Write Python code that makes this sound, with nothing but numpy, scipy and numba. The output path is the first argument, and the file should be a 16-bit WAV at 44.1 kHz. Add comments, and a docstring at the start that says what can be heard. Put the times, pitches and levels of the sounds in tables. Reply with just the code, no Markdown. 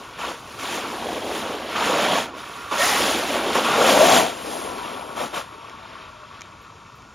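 """A large electric model truck rolls in circles on wet gravel close to a phone in an open yard, over a low far rumble.
Grains of scattered pitch make its tyres growl, crunch and fling grit; gear chatter rasps in the plastic shell.
Throttle bursts soon add squeaks, then a blurred tone: the motor whine. A patter of grit follows, then a slide
with a dying scrape and thin ticks. After the longest burst the truck leaves to the left with a hiss of wet spray,
faint coasting tones and a last few stones that click as dying sines."""
import sys
import numpy as np
from scipy import signal
from scipy.fft import rfft, irfft
from scipy.io import wavfile
from scipy.ndimage import uniform_filter1d
from numba import njit

SR = 44100
rng = np.random.default_rng(int(sys.argv[2]) if len(sys.argv) > 2 else 0)


def materialize(psi):
    """Save the field psi as 16-bit PCM at rate SR to the path in sys.argv[1].

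    A 1-D psi becomes a single channel; in a 2-D psi each row is a channel.
    """
    bounded = np.clip(np.atleast_2d(psi).T, -1, 1)
    quanta = np.round(bounded * 32767).astype(np.int16)
    wavfile.write(sys.argv[1], SR, quanta)


def makeup_ratio(level_db):
    """Linear amplitude ratio for a level in decibels (20 dB per factor of ten)."""
    decades = np.asarray(level_db, float) / 20
    return 10 ** decades


N = 314874
T = np.arange(N) / SR  # time in seconds
HZ = np.maximum(np.fft.rfftfreq(N, 1 / SR), 1)  # frequency of each spectrum bin
BITE_S = 0.021  # time the tyres take to bite


def unit(x):
    """Scale a sound to rms 1."""
    return x / np.sqrt(np.mean(x ** 2))


def colour(x, points):
    """Give a flat sound the spectrum of (Hz, dB) points, at rms 1."""
    hz, db = np.transpose(points)
    curve_db = np.interp(np.log(HZ), np.log(hz), db)
    return unit(irfft(rfft(x) * makeup_ratio(curve_db), N))


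def walk(rate):
    """A random, wandering level: each value is held 1 / rate seconds, then the steps are smoothed twice."""
    hold = int(SR / rate)
    steps = np.repeat(rng.standard_normal(N // hold + 1), hold)
    return uniform_filter1d(uniform_filter1d(steps, hold), hold)[:N]


@njit
def rings(length, at, hz, t60, size):
    """Each blow rings as one dying sine, which falls 60 dB in t60 seconds."""
    out = np.zeros(length)
    for k in range(len(at)):
        turn = np.exp((2j * np.pi * hz[k] - np.log(1000) / t60[k]) / SR)  # one sample of spin and decay
        z = size[k] * np.exp(.8j)
        for i in range(max(int(at[k] * SR), 0), min(int((at[k] + t60[k]) * SR), length)):
            out[i] += z.imag
            z *= turn
    return out


def strike(s, db, modes):
    """Blows at times s all ring one set of modes."""
    same = np.ones(len(s))
    return sum(rings(N, s, hz * same, t60 * same, makeup_ratio(db + mode_db)) for hz, mode_db, t60 in modes)


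def resonance(hz, width_hz):
    """The response of one broad resonance, 1 at its centre."""
    return 1 / (1 + (2 * (HZ - hz) / width_hz) ** 2)


def band(x, hz, width_hz):
    """Ring a sound through one broad resonance, at rms 1."""
    return unit(irfft(rfft(x) * resonance(hz, width_hz), N))


def gravel(count, lo_hz, hi_hz, cycles, scatter_db, hiss, patchy_db):
    """Dense stone grains of scattered pitch and size over the hiss of wet rubber; loose patches come and go."""
    chance = rng.random((count, 3)).T
    hz = lo_hz * (hi_hz / lo_hz) ** chance[1]
    bigger = np.minimum(-np.log(1 - chance[2]), 5)
    size = hz * makeup_ratio(scatter_db * bigger)  # short high grains are sharper, so the sum is flat
    t60 = np.log(1000) * cycles / hz / np.pi
    grains = rings(N, chance[0] * T[-1], hz, t60, size)
    return (unit(grains) + hiss * rng.standard_normal(N)) * makeup_ratio(patchy_db * walk(14))


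# Colour of the far rumble. Each row: frequency in Hz, level in dB per Hz.
RUMBLE_COLOUR = [(30, -10), (55, -7), (110, -5.5), (200, -12), (500, -25), (2000, -25.5), (4500, -27.5),
                 (7200, -28.5), (13000, -50)]


def yard():
    """Far traffic and wind: noise shaped into a low, even rumble."""
    return makeup_ratio(-50) * colour(rng.standard_normal(N), RUMBLE_COLOUR)


# The truck between bursts, as heard. Each row: time in seconds, rolling level in dB, sideways slip in dB,
# level of fan and gears in dB.
ROLLING_TRUCK = [(0, -41.5, 1, -43), (.15, -46.5, 5.5, -42.5), (.57, -41.5, 5.5, -42), (.86, -33, 0, -34),
                 (1.14, -29, -5, -42.5), (1.47, -29, -1.5, -35.5), (1.68, -35, -3, -42),
                 (1.74, -33, 2, -33), (2.33, -40, -8, -39.5), (2.38, -40.5, 5, -37),
                 (2.69, -43.5, 6.5, -37), (2.85, -30, 13, -23.5), (3.0, -25, 6, -26.5),
                 (3.15, -27, 3, -31.5), (3.5, -25.5, -1.5, -30.5), (3.62, -28.5, 3.5, -29.5),
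                 (4.34, -39.5, 2.5, -41), (4.58, -31.5, -3.5, -37.5), (4.8, -36, -1.5, -36.5),
                 (5.13, -37, -4, -39.5), (5.47, -47, 5, -44), (5.6, -49, 5.5, -43.5), (6.3, -52.5, 8, -45),
                 (7.14, -56, -4.5, -48.5)]


def coasting():
    """Powers of growl, crunch, grit and gears while the truck rolls: slip throws more stones and grit."""
    s, *controls = np.transpose(ROLLING_TRUCK)
    roll_db, slip_db, gear_db = (np.interp(T, s, c) for c in controls)
    far_db = np.minimum(roll_db + 41.5, 0)  # a rolling level below -41.5 dB means far away, with less treble
    # growl, crunch, grit: dB against rolling, share of the slip, dB lost per dB of far_db
    layers = zip((0, -4, -9), (0, 0.72, 1.05), (0, 0.04, 0.78))
    db = [roll_db + rel_db + share * slip_db + dull * far_db for rel_db, share, dull in layers]
    return makeup_ratio(np.array(db + [gear_db])) ** 2


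# Colour of the growl of rolling tyres. Each row: frequency in Hz, level in dB per Hz.
ROLLING_COLOUR = [(60, -8.5), (120, -23.5), (230, -2.5), (450, -1.5), (650, -2), (850, -4), (1100, -10),
                  (2200, -54)]
# Colour of the growl of spinning tyres. Each row: frequency in Hz, level in dB per Hz.
SPINNING_COLOUR = [(60, -27), (120, -13.5), (230, -3), (420, -2.5), (650, 1), (850, -1), (1100, -9.5),
                   (2200, -62)]


def tyre_growl(rolling, pulling):
    """Low lumps growl under the tyres, darker when rolling than spinning; the ground scatters a blurred part."""
    level = np.sqrt(rolling + pulling)
    calm = rolling / level ** 2
    lumps = gravel(count=12000, lo_hz=80, hi_hz=1500, cycles=8, scatter_db=1.8, hiss=.5, patchy_db=.8)
    mix = calm * colour(lumps, ROLLING_COLOUR) + (1 - calm) * colour(lumps, SPINNING_COLOUR)
    scattered = makeup_ratio(-25.5) * level * colour(rng.standard_normal(N), SPINNING_COLOUR)
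    return level * mix, scattered


# Colour of the crunch. Each row: frequency in Hz, level in dB per Hz.
CRUNCH_COLOUR = [(1000, -57), (1500, -1.5), (1900, -3.5), (2400, -3.5), (3300, -2), (4200, -9), (5500, -16),
                 (8000, -51)]


def stone_crunch(level, stones):
    """Stones grind under the tyres: middle grains that follow the crunch level."""
    return level * colour(stones, CRUNCH_COLOUR)


# Colour of the grit. Each row: frequency in Hz, level in dB per Hz.
GRIT_COLOUR = [(4000, -4.5), (6800, -2.5), (8200, -2.5), (10500, -5.5), (12000, -13), (15500, -13.5)]
# Grit flung towards the phone. Each row: time in seconds, change of the grit level in dB.
FLUNG_GRIT = [(.7, -0.5), (1.2, 2), (2.1, -4), (2.82, 2), (4.1, 0), (5.4, 0), (5.7, -8)]


def flung_grit(level, fine):
    """Fine bright grains fly off the tyres, more or fewer of them towards the phone."""
    return level * makeup_ratio(np.interp(T, *np.transpose(FLUNG_GRIT))) * colour(fine, GRIT_COLOUR)


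# Broad resonances of the plastic body. Each row: frequency in Hz, width in Hz, level in dB.
SHELL_MODES = [(948, 110, 2), (1126, 142, 5.5), (1365, 224, 3), (1826, 79, -7), (2278, 140, -8),
               (2583, 300, -7), (3160, 91, -10.5), (3630, 180, -10.5), (5530, 35, -7)]


def shell_rasp():
    """Gear chatter and fan air ring the few broad modes of the plastic body."""
    chatter = gravel(count=12000, lo_hz=800, hi_hz=6000, cycles=10, scatter_db=1.2, hiss=.8, patchy_db=.5)
    modes = sum(makeup_ratio(db) * resonance(hz, width) for hz, width, db in SHELL_MODES)
    return unit(irfft(rfft(chatter) * modes, N))


# Bursts of throttle. Each row: start in seconds, length in seconds, wheelspin level in dB at the burst's end,
# sideways slip in dB, gear load in dB at the start.
THROTTLE_BURSTS = [(0.171, 0.11, -34, 2, -33.5), (0.571, 0.17, -31.5, 5.5, -34),
                   (1.738, 0.38, -23, 3.5, -25), (2.7, 0.026, -28.5, -1.5, -23),
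                   (2.764, 0.078, -30, 8.5, -34), (3.535, 0.021, -23, -4.5, -23.5),
                   (3.627, 0.51, -17.5, 1.5, -22), (5.147, 0.073, -30.5, -0.5, -32.5),
                   (5.32, 0.045, -33, 1, -32), (5.49, 0.021, -48, -4, -43)]


def bursts():
    """Powers of growl, crunch, grit and gears: a burst bites, swells as the wheels spin up, dies on lift-off."""
    spin_up_s, gear_sag_db_per_s = 0.17, 4.5
    power = np.zeros((4, N))
    for start, length, spin_db, slip_db, gear_db in THROTTLE_BURSTS:
        since = np.maximum(T - start, 0)
        fall_s = 0.073 + 0.24 * length  # time to fall 20 dB, longer after a long burst
        after = np.maximum(since - length, 0) / fall_s
        shape = np.clip(since / BITE_S, 0, 1) ** 2 * makeup_ratio(-20 * np.minimum(after, 4) ** 2)
        lag = np.exp(-np.minimum(since, length) / spin_up_s) - np.exp(-length / spin_up_s)
        # growl, crunch, grit: dB against wheelspin, share of the slip, dB held back until the wheels spin up
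        layers = zip((0, -4, -8.5), (0, 0.72, 1.05), (12, 11.5, 14))
        db = [spin_db + rel_db + share * slip_db - held_db * lag for rel_db, share, held_db in layers]
        db.append(gear_db - gear_sag_db_per_s * since)
        power += (shape * makeup_ratio(np.array(db))) ** 2
    return power


def gear_mesh(pulling_grit, fine):
    """Gear teeth sing in one broad high band as the wheels spin up, 16.5 dB below the grit thrown."""
    return makeup_ratio(-16.5) * np.sqrt(pulling_grit) * band(fine, 6860, 1400)


# Brief tones under load: squeaks of rubber and gears, and at 2.813 s a tone near three times the whine's pitch.
# # Each row: time in seconds, rms level in dB, pitch in Hz, length in seconds.
LOAD_SQUEAKS = [(.195, -30, 1080, .01), (0.275, -36.5, 406, 0.027), (2.813, -22, 1850, .032),
                (3.194, -28, 501, 0.026), (4.09, -33, 6220, .035)]


def squeaks(grip):
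    """Brief tones swell under load: short swells of a wavering sine."""
    out, waver = 0, 1 + .012 * walk(200)
    for s, db, hz, length in LOAD_SQUEAKS:
        swell = np.exp(-.5 * ((T - s) / length * 2) ** 2)
        sine = np.sin(2 * np.pi * hz * np.cumsum(waver) / SR)
        out = out + makeup_ratio(db) * swell * grip * np.sqrt(2) * sine
    return out


# Motor whine: one list for each spin-up, then three faint coasting tones.
# Each row: time in seconds, pitch in Hz, rms level in dB.
MOTOR_WHINE = [
    [(1.84, 430, -31), (1.95, 540, -27.5), (2.05, 596, -28.5), (2.12, 722, -34), (2.2, 640, -26)],
    [(2.77, 520, -21), (2.81, 613, -27), (2.86, 810, -26), (3.0, 780, -29.5)],
    [(3.76, 460, -22), (3.9, 560, -22.5), (4.02, 610, -14.5), (4.07, 700, -24), (4.1, 750, -20.5),
     (4.2, 660, -23), (4.28, 658, -26)],
    [(4.6, 1020, -44), (4.85, 975, -42), (5.12, 930, -47)],
    [(5.78, 664, -56.5), (6.05, 630, -55.5), (6.28, 599, -56.5)],
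    [(5.4, 930, -48.5), (5.95, 885, -55.5)],
]


def motor_whine(grip):
    """The motor sings a rough tone; the harder it pulls, the more the pitch shakes and smears into noise."""
    out, shake = 0, walk(90)
    smear = unit(walk(190)) + 1j * unit(walk(190))
    for rows in MOTOR_WHINE:
        s, hz, db = np.transpose(rows)
        load = np.clip((db.max() + 55) / 25, .16, 1)
        blur = 1.2 * load
        pitch = np.interp(T, s, hz) * (1 + .03 * load * shake)
        phase = 2 * np.pi * np.cumsum(pitch) / SR
        fade = np.clip(np.minimum(T - s[0], s[-1] - T) / 0.028, 0, 1)
        tone = (np.exp(1j * phase) * (grip + blur * smear)).imag
        tone = tone / np.hypot(np.sqrt(.5), blur)  # keeps rms 1
        out = out + fade * makeup_ratio(np.interp(T, s, db)) * tone
    return out


# Fine grit landing close by. Each row: time in seconds, starting rms level in dB.
GRIT_PATTERS = [(2.432, -55), (6.615, -59), (6.955, -58.5)]


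def patters():
    """Landing grit is a short bright fizz: noise above about 9 kHz that falls 60 dB in 0.15 s."""
    fizz = unit(irfft(rfft(rng.standard_normal(N)) / (1 + (9000 / HZ) ** 8), N))
    fall = sum(makeup_ratio(rms_db - 60 * np.maximum(T - at, 0) / .15) * (T > at) for at, rms_db in GRIT_PATTERS)
    return fizz * fall


def tyre_scrape(stones):
    """The tyres scrape as the slide begins: stones in one band near 2 kHz, falling 60 dB in 0.6 s."""
    sliding = np.maximum(T - 2.8, 0)
    level = np.clip(sliding / BITE_S, 0, 1) * makeup_ratio(-26 - 60 * sliding / 0.6)
    return level * band(stones, 1970, 650)


# Thin high ticks. Each row: time in seconds, peak level in dB.
THIN_TICKS = [(2.9821, -28), (3.0071, -29), (3.1727, -32), (3.1901, -34)]


def ticks():
    """Each tick is one thin high ring."""
    s, db = np.transpose(THIN_TICKS)
    return strike(s, db, [(13050, 0, 0.015)])  # Hz, dB, seconds to fall 60 dB


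# Colour of the spray. Each row: frequency in Hz, level in dB per Hz.
SPRAY_COLOUR = [(8500, -16), (9700, -7), (10500, -5), (11300, -10), (12500, -28)]


def wet_spray(rolling, fine):
    """Wet spray hisses off the rear tyres while the truck heads away; it follows the rolling level and fades."""
    start_s, rise_s, level_db, fade_db_per_s = 4.3, 0.1, -14, 4.5
    away = np.clip((T - start_s) / rise_s, 0, 1) * makeup_ratio(-fade_db_per_s * (T - start_s))
    return away * makeup_ratio(level_db) * np.sqrt(rolling) * colour(fine, SPRAY_COLOUR)


# Single stones that click. Each row: time in seconds, strength of the crack in dB, knock against crack in dB.
CLICKING_STONES = [(5.697, -38, 5), (6.409, -28.5, -11), (6.4185, -25.5, -3.5), (6.4585, -45, -6),
                   (7.022, -43, 0)]
# Rings of the bright crack. Each row: frequency in Hz, level in dB, seconds to fall 60 dB.
CRACK_RINGS = [(4200, -12, 0.0037), (5600, -4, .005), (6470, 1, 0.0051)]
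# Rings of the duller knock. Each row: frequency in Hz, level in dB, seconds to fall 60 dB.
KNOCK_RINGS = [(2330, 0, 0.011), (3100, -4, 0.0091)]


def stone_clicks():
    """A stone is a bright crack plus a duller knock, with its top softened above 10 kHz."""
    s, db, knock_db = np.transpose(CLICKING_STONES)
    clicks = strike(s, db, CRACK_RINGS) + strike(s, db + knock_db, KNOCK_RINGS)
    return irfft(rfft(clicks) / (1 + 1j * HZ / 10000) ** 2, N)  # softens the top above 10 kHz


def truck():
    """All that the truck sends to the phone, and the blurred growl that the ground scatters to the sides."""
    rolling, pulling = coasting(), bursts()
    _, crunch_level, grit_level, rasp_level = np.sqrt(rolling + pulling)
    stones = gravel(count=36000, lo_hz=1100, hi_hz=7000, cycles=22, scatter_db=1.8, hiss=.5, patchy_db=1.0)
    fine = gravel(count=60000, lo_hz=3500, hi_hz=16000, cycles=35, scatter_db=1.7, hiss=.7, patchy_db=1.2)
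    surge = unit(makeup_ratio(1.9 * walk(15)))  # stones and grit come in shared heaps
    grip = unit(1.7 + walk(110))  # roughness shared by whine and squeaks
    growl, scattered = tyre_growl(rolling[0], pulling[0])
    low = growl + rasp_level * shell_rasp()
    bright = stone_crunch(crunch_level, stones) + flung_grit(grit_level, fine) + gear_mesh(pulling[2], fine)
    direct = np.sqrt(surge) * low + surge * bright
    direct = direct + squeaks(grip) + motor_whine(grip) + patters() + tyre_scrape(stones)
    direct = direct + ticks() + wet_spray(rolling[0], fine) + stone_clicks()
    return direct, scattered


# Where the truck is. Each row: time in seconds, lean to the left in dB (below zero: to the right).
TRUCK_BEARING = [(0, 1.3), (1.4, -0.06), (2.25, -1), (2.7, -3), (2.85, -0.5), (3.6, 0.1), (4.0, 2.5),
                 (4.45, 6.5), (7.14, 3)]


def scene():
    """The phone tells left from right only in the middle range, where the nearer side is louder and earlier."""
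    sound, scattered = truck()
    octaves_off = np.log2(HZ / 750)
    beam = np.exp(-.5 * (octaves_off / 1.07) ** 2 + 1j)  # 1j: a lead of one radian
    beam = beam / (1 + (HZ / 1470) ** 8)
    lean = 0.13 * np.interp(T, *np.transpose(TRUCK_BEARING))
    side = lean * irfft(rfft(sound) * beam, N)
    around = scattered + makeup_ratio(-18.5) * yard()
    spread = irfft(rfft(around) / (1 + (HZ / 1100) ** 6), N)  # only low sound comes from all round
    return sound + yard() + (side + spread) * np.array([[1], [-1]])


def roll_off(x):
    """The treble ends steeply here."""
    return signal.sosfilt(signal.butter(12, 15710, fs=SR, output="sos"), x)


# The two microphone ports. Each row: frequency in Hz, lead of the left port in radians.
PORT_LEAD = [(6700, 0), (7350, 1.3), (7870, np.pi), (8630, np.pi), (9300, 1.2), (10200, .8), (10500, 0),
             (13200, 0), (15600, -2.3)]


def record(dry):
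    """The ports shift the treble against each other, fully opposed near 8 kHz; the deepest bass is cut."""
    lead = np.interp(HZ, *np.transpose(PORT_LEAD))
    bass_cut = 1 / np.sqrt(1 + (45 / HZ) ** 8)
    shift = np.exp(.5j * lead * np.array([[1], [-1]]))  # half the lead to each side
    mix = irfft(rfft(dry) * bass_cut * shift, N)
    return roll_off(mix)


dry = scene()
out = record(dry)
materialize(out)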